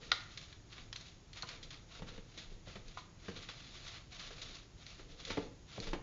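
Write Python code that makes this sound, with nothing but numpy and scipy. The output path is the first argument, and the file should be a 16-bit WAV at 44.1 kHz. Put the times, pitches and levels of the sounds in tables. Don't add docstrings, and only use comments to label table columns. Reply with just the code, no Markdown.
import sys
import numpy as np
from scipy import signal
from scipy.fft import rfft, irfft
from scipy.io import wavfile

SR = 44100
rng = np.random.default_rng(int(sys.argv[2]) if len(sys.argv) > 2 else 0)


def file_out(sig):
    cols = np.atleast_2d(sig).T
    lim = np.clip(cols, -1, 1)
    pcm = np.round(lim * 32767).astype(np.int16)
    wavfile.write(sys.argv[1], SR, pcm)


N = 265482
TIME = np.arange(N) / SR

# [f/Hz, level/dB]
BACKGROUND_SPECTRUM = [(25, 1.5), (45, 1), (75, -2.5), (110, -0.5), (160, -3), (220, -11.5), (340, -11),
                       (490, -19), (750, -21), (1200, -25), (2000, -26.5), (4000, -26.5), (6800, -27.5),
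                       (7600, -37.5)]
BACKGROUND_DB = -57.5
# [f/Hz, rms level/dB]
ELECTRIC_TONES = [(102, -70), (6676, -79.5)]
# [start t/s, swell t/s, hold t/s, rustle level/dB, extra low-mid level/dB (coarseness)]
FIBRE_TUGS = [(0.0, 0.02, 0.1, -58, 2), (0.112, 0.028, 0.085, -55, 2.5), (0.276, 0.046, 0.0088, -55.5, 0),
              (0.373, 0.023, 0.043, -56.5, -3), (0.463, 0.027, .03, -62, 3),
              (0.685, 0.034, 0.093, -59.5, 4), (0.935, .02, 0.097, -59, -0.5),
              (1.038, 0.028, .01, -56.5, -2), (1.34, 0.031, .01, -54.5, 4.5), (1.437, .055, 0.042, -55, 6),
              (1.607, .02, .03, -65, 3), (1.697, 0.032, .015, -57, 3.5), (1.873, .08, .01, -55.5, 4.5),
              (2.055, 0.027, .008, -57.5, 6.5), (2.108, .015, 0.053, -63.5, 6), (2.267, .04, .06, -63, 2),
              (2.366, .02, 0.041, -55.5, 2), (2.47, .03, .03, -64.5, 1), (2.648, 0.034, 0.06, -58, 5),
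              (2.824, 0.043, 0.12, -63, 0.5), (3.179, .1, .02, -56.5, 3.5), (3.334, 0.033, .015, -53, 4),
              (3.41, 0.018, .01, -54.5, 3.5), (3.478, .03, 0.25, -57, 0.5), (3.726, 0.027, 0.023, -54, 1.5),
              (3.817, 0.061, .008, -50.5, 2), (3.914, 0.017, 0.03, -55.5, 6),
              (4.097, 0.034, 0.018, -53, 0.5), (4.16, 0.031, 0.074, -52.5, 3.5),
              (4.28, 0.033, 0.1, -57, 3.5), (4.409, .02, 0.084, -52, -1), (4.532, 0.022, .008, -53.5, 1),
              (4.761, .045, .03, -61, 2), (4.853, 0.031, 0.045, -55, -0.5), (4.962, .03, .01, -62, 3),
              (5.082, .03, .015, -60.5, 1), (5.172, 0.028, .005, -52, 1.5), (5.253, .025, 0.056, -50, 4.5),
              (5.357, 0.017, 0.059, -60, 3), (5.657, 0.095, .015, -53.5, 2.5),
              (5.79, 0.044, .045, -51, 1.5)]
TUG_FADE_DB_PER_S = 169.5
# [f/Hz, level/dB]
FIBRE_SPECTRUM = [(400, -17), (620, -7), (900, -16), (1250, -6.5), (1600, -9.5), (2150, -6), (2650, -6),
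                  (3100, -5.5), (3600, -1.5), (4200, -3.5), (5200, -9), (6200, -10), (7000, -12.5),
                  (7600, -31)]
# [start t/s, swell t/s, hold t/s, rubbing level/dB, shelf sway level/dB]
WEIGHT_SHIFTS = [(0.0, 0.0093, 0.057, -55.5, -63), (0.779, 0.036, .04, -63.5, -52.5),
                 (1.42, 0.067, 0.25, -63, -54.5), (1.957, 0.072, .15, -55, -48.5),
                 (2.43, 0.077, .05, -66, -44.5), (2.73, 0.053, 0.095, -63.5, -46),
                 (3.266, 0.03, 0.073, -53.5, -50.5), (3.5, .1, 0.41, -71.5, -53.5),
                 (4.182, 0.11, 0.22, -62.5, -49), (4.974, .04, 0.32, -63, -55),
                 (5.248, 0.052, 0.16, -49.5, -46.5), (5.745, .05, .18, -52, -42)]
SHIFT_FADE_DB_PER_S = 130
# [t/s, level/dB, colour centre f/Hz, crumble t/s]
FIBRE_SNAPS = [(0.030, -45, 3000, .01), (0.1159, -26.5, 3000, 0.00065), (0.1177, -16.5, 3300, 0.00064),
               (0.374, -33.5, 3750, 0.0076), (0.5264, -44.5, 2920, 0.0069), (0.728, -43.5, 2500, .008),
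               (0.7791, -47, 1500, 0.0053), (0.9276, -34, 3300, 0.0024), (0.958, -37.5, 2150, 0.0051),
               (0.9619, -35.5, 5830, 0.0011), (1.01, -47, 3930, 0.0023), (1.331, -42, 4400, 0.0051),
               (1.3725, -41, 3660, 0.011), (1.4227, -31.5, 5030, 0.0035), (1.4886, -35.5, 3500, .0025),
               (1.628, -37.5, 5300, 0.012), (1.705, -39, 3320, 0.011), (1.742, -45.5, 4200, 0.0036),
               (2.3758, -35.5, 4100, 0.018), (2.880, -46, 5230, 0.0077), (2.9729, -37.5, 3270, 0.027),
               (3.3617, -39.5, 3540, 0.017), (3.4257, -41, 4300, 0.0093), (3.4871, -35, 3500, 0.017),
               (3.877, -40, 3300, 0.013), (4.194, -38, 3500, 0.017), (4.417, -34, 3850, 0.012),
               (4.8649, -41, 4160, 0.0028), (5.2, -48, 3350, 0.0096), (5.25, -34.5, 5300, 0.006),
               (5.306, -34, 2770, .007), (5.801, -35.5, 4560, 0.0023)]
# [f/Hz, width f/Hz, level/dB]
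SNAP_RESONANCES = [(1210, 620, -9), (1800, 310, -2.5), (2204, 660, -4.5), (3220, 510, -2), (3470, 355, 1),
                   (4110, 440, -3), (4810, 460, -5.5), (5550, 1300, -10.5), (6560, 1000, -11)]
# [t/s, level/dB, upper edge f/Hz]
BOX_BUMPS = [(0.1166, -29, 1800), (0.1182, -26, 5000), (1.430, -39.5, 900), (2.9718, -37, 840)]
# [f/Hz, width f/Hz, level/dB]
BOX_RING = [(708, 140, -14), (1019, 36, -2.5), (1214, 58, 0.5), (1430, 84, 0.5), (1548, 33, -2),
            (1834, 37, -3.5), (2130, 120, -4.5), (2490, 260, -11), (2880, 110, -10), (2985, 88, 5.5),
            (3030, 87, -1), (3380, 65, -4.5), (3530, 49, 2.5), (3620, 59, 0), (3780, 58, -1.5),
            (4060, 89, 1), (4700, 150, -13)]
# [t/s, pad level/dB, claw level/dB and heel level/dB, both against the pad]
PAW_STEPS = [(0.117, -44.5, -2, -23), (0.779, -60.5, 10.5, -14), (1.434, -51.5, 0, 0.5),
             (1.994, -49.5, -18, -10), (2.021, -44, -8, 5.5), (2.085, -64, 3, 2), (2.178, -47.5, -7, 1),
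             (2.374, -52.5, -6, -2), (2.513, -55, -11, 2), (2.672, -49, -10, 3.5), (2.7557, -47, -1.5, 3.5),
             (3.283, -39.5, -5.5, 1.5), (3.489, -51.5, 5.5, -8), (4.307, -46.5, -6.5, -1.5),
             (4.994, -49.5, -4, -17), (5.097, -56, -9, 3), (5.303, -36, -2.5, -2.5),
             (5.372, -29.5, -12, -17), (5.379, -32, -26, -7), (5.779, -39.5, -23, 1.5),
             (5.871, -45, -1.5, 1.5), (5.9315, -31.5, -7.5, -6.5), (5.949, -37.5, -17, -8)]
# [f/Hz, width f/Hz, level/dB]
BOARD_RING = [(94, 13, -3.5), (152, 64, -5.5), (235, 140, -12.5), (267, 39, -3.5), (366, 60, -2),
              (424, 68, 0), (482.5, 38, 5), (628, 85, -6.5), (773, 120, -9), (920, 350, -16.5)]
# [f/Hz, t/s]
ATTIC_DECAY = [(100, 0.68), (500, 0.4), (1500, 0.55), (4000, 0.24), (7000, .35)]
CAMERA_CUTOFF_HZ = 7300


def from_db(db):
    return 10 ** (np.asarray(db) / 20)


def rms_one(x):
    return x / np.sqrt(np.mean(x ** 2) + 1e-20)


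def at_hz(points, hz):
    freqs, values = np.transpose(points)
    return np.interp(np.log(hz + 1e-3), np.log(freqs), values)


def band(x, low_hz, high_hz, order=2):
    edges = [low_hz, min(high_hz, SR / 2 - 1)]
    return signal.sosfilt(signal.butter(order, edges, "band", fs=SR, output="sos"), x)


def coloured(x, spectrum):
    hz = np.arange(N // 2 + 1) * SR / N
    skirt = np.minimum(hz / spectrum[0][0], 1) ** 2
    shape = from_db(at_hz(spectrum, hz)) * skirt
    return rms_one(irfft(rfft(x) * shape, N))


def drift(per_s):
    knots = rng.standard_normal(8192)
    return np.interp(TIME * per_s, np.arange(len(knots)), knots)


def resonate(x, modes):
    out = 0
    for k, (hz, width_hz, db) in enumerate(modes):
        radius = np.exp(-np.pi * width_hz / SR)
        poles = [1, -2 * radius * np.cos(2 * np.pi * hz / SR), radius ** 2]
        ringing = signal.lfilter([1, 0, -1], poles, x + 1e-18)
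        out = out + (-1) ** k * from_db(db) * (1 - radius ** 2) / 2 * ringing
    return out


def contact(crumble_s, grit):
    t = TIME[:SR // 5]
    slips = rng.standard_normal(len(t)) * np.exp(-t / max(crumble_s, 1e-4))
    return (t == 0) + grit * slips / np.linalg.norm(slips)


def at_level(x, db, length_s):
    return from_db(db) * x / np.linalg.norm(x) * np.sqrt(length_s * SR)


def add(track, s, x):
    start = max(int(s * SR), 0)
    track[start:start + len(x)] += x[:N - start]


def strokes(rows, fade_db_per_s):
    t, power = TIME[:SR], np.zeros(N)
    for s, swell_s, hold_s, db in rows:
        swell = np.minimum(t / max(swell_s, 1e-3), 1)
        fade_db = fade_db_per_s * np.maximum(t - swell_s - hold_s, 0)
        add(power, s, (swell * from_db(db - fade_db)) ** 2)
    return np.sqrt(power)


def background():
    tones = np.zeros(N)
    for hz, db in ELECTRIC_TONES:
        phase = 2 * np.pi * hz * TIME + 1.2 * drift(3.4)
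        tones += from_db(db) * np.sqrt(2) * np.sin(phase)
    noise = coloured(rng.standard_normal(N), BACKGROUND_SPECTRUM)
    return from_db(BACKGROUND_DB) * noise + tones


def rustle(grains_per_s=2400, size_db=2.0, clump_db=1.74, rub=0.65, rustle_db=-0.7):
    sizes = from_db(size_db * np.minimum(rng.exponential(1, N), 3.5))
    signed_sizes = sizes * rng.choice([-1, 1], N)
    grains = rms_one(signed_sizes * (rng.random(N) < grains_per_s / SR))
    fibres = coloured(grains + rub * rng.standard_normal(N), FIBRE_SPECTRUM)

    low_mids = band(fibres, 500, 2200, order=1)
    fine_rows = [(*timing, db) for *timing, db, _ in FIBRE_TUGS]
    coarse_rows = [(*timing, db + coarse_db) for *timing, db, coarse_db in FIBRE_TUGS]
    fine = strokes(fine_rows, TUG_FADE_DB_PER_S)
    coarse = strokes(coarse_rows, TUG_FADE_DB_PER_S)
    clumps = from_db(rustle_db + clump_db * drift(130))
    return (fine * (fibres - low_mids) + coarse * low_mids) * clumps


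def shuffle(shuffle_db=-5.0, sway_db=-6.5, uneven_db=2.0, damping=2.2):
    damped_ring = [(hz, width_hz * damping, db) for hz, width_hz, db in BOARD_RING]
    rubbing = rms_one(band(resonate(rng.standard_normal(N), damped_ring), 78, 420, order=1))
    rocking = rms_one(band(rng.standard_normal(N), 17, 30, order=3))
    rub_rows = [(*timing, db) for *timing, db, _ in WEIGHT_SHIFTS]
    sway_rows = [(*timing, db) for *timing, _, db in WEIGHT_SHIFTS]
    rub = strokes(rub_rows, SHIFT_FADE_DB_PER_S)
    sway = strokes(sway_rows, SHIFT_FADE_DB_PER_S)
    unevenness = from_db(shuffle_db + uneven_db * drift(46))
    return rubbing * rub * unevenness + rocking * sway * from_db(sway_db)


def snaps(colour_octaves=1.45, hard_db=-26):
    out = np.zeros(N)
    for s, db, centre_hz, crumble_s in FIBRE_SNAPS:
        modes = []
        for hz, width_hz, mode_db in SNAP_RESONANCES:
            distance = np.log2(hz / centre_hz) / colour_octaves
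            modes.append((hz, width_hz, mode_db - 6 * distance ** 2))
        if db > hard_db:
            crack = band(resonate(contact(crumble_s, grit=0.64), modes), 810, 5000)
        else:
            crack = resonate(contact(crumble_s, grit=5.5), modes)
        add(out, s, at_level(crack, db, length_s=0.00084))
    return out


def bumps():
    out = np.zeros(N)
    for s, db, bright_hz in BOX_BUMPS:
        push = band(contact(0.0026, grit=0.34), 300, bright_hz)
        add(out, s, at_level(resonate(push, BOX_RING), db, length_s=0.0018))
    return out


def steps(place_db=3.0):
    out = np.zeros(N)
    for s, db, claw_db, heel_db in PAW_STEPS:
        modes = [(hz, width_hz, mode_db + place_db * rng.standard_normal())
                 for hz, width_hz, mode_db in BOARD_RING]
        pad = resonate(contact(0.0088, grit=0.84), modes)
        claws = band(contact(0.012, grit=9), 800, 3300)
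        heel = band(contact(0.016, grit=0.8), 85, 220)
        paw = at_level(pad, db, length_s=0.0041)
        paw = paw + at_level(claws, db + claw_db, length_s=0.0059)
        paw = paw + at_level(heel, db + heel_db, length_s=0.0032)
        add(out, s, paw)
    return out


def attic(x, wet_db=-6.0, early_db=-7.0, early_s=0.0065):
    t = TIME[:SR * 3 // 4]
    edges = np.geomspace(60, 9000, 9)
    white = rng.standard_normal((3, len(t)))
    tail = np.zeros(len(t))
    for k, (low_hz, high_hz) in enumerate(zip(edges, edges[1:])):
        decay_s = at_hz(ATTIC_DECAY, np.sqrt(low_hz * high_hz))
        tail += band(white[k % 2], low_hz, high_hz) * from_db(-60 * t / decay_s)
    tail *= t > 0.006
    early = band(white[2], 33, 9900) * np.exp(-t / early_s) * (t > 0.003)
    late_part = from_db(wet_db) * tail / np.linalg.norm(tail)
    early_part = from_db(early_db) * early / np.linalg.norm(early)
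    in_band = np.sqrt(2 * edges[-1] / SR)
    return x + signal.fftconvolve(x, in_band * (late_part + early_part))[:N]


def scene():
    cracks = attic(snaps() + bumps(), wet_db=-9.0, early_db=-7.5)
    thuds = attic(steps(), wet_db=-9.0, early_db=-11.0)
    rubbing = attic(rustle() + shuffle(), wet_db=-23.0, early_db=-11.0)
    return (cracks + thuds + rubbing + background())[None]


def record(dry):
    low_pass = signal.ellip(8, 0.3, 65, CAMERA_CUTOFF_HZ, fs=SR, output="sos")
    return signal.sosfilt(low_pass, dry)


dry = scene()
out = record(dry)
file_out(out)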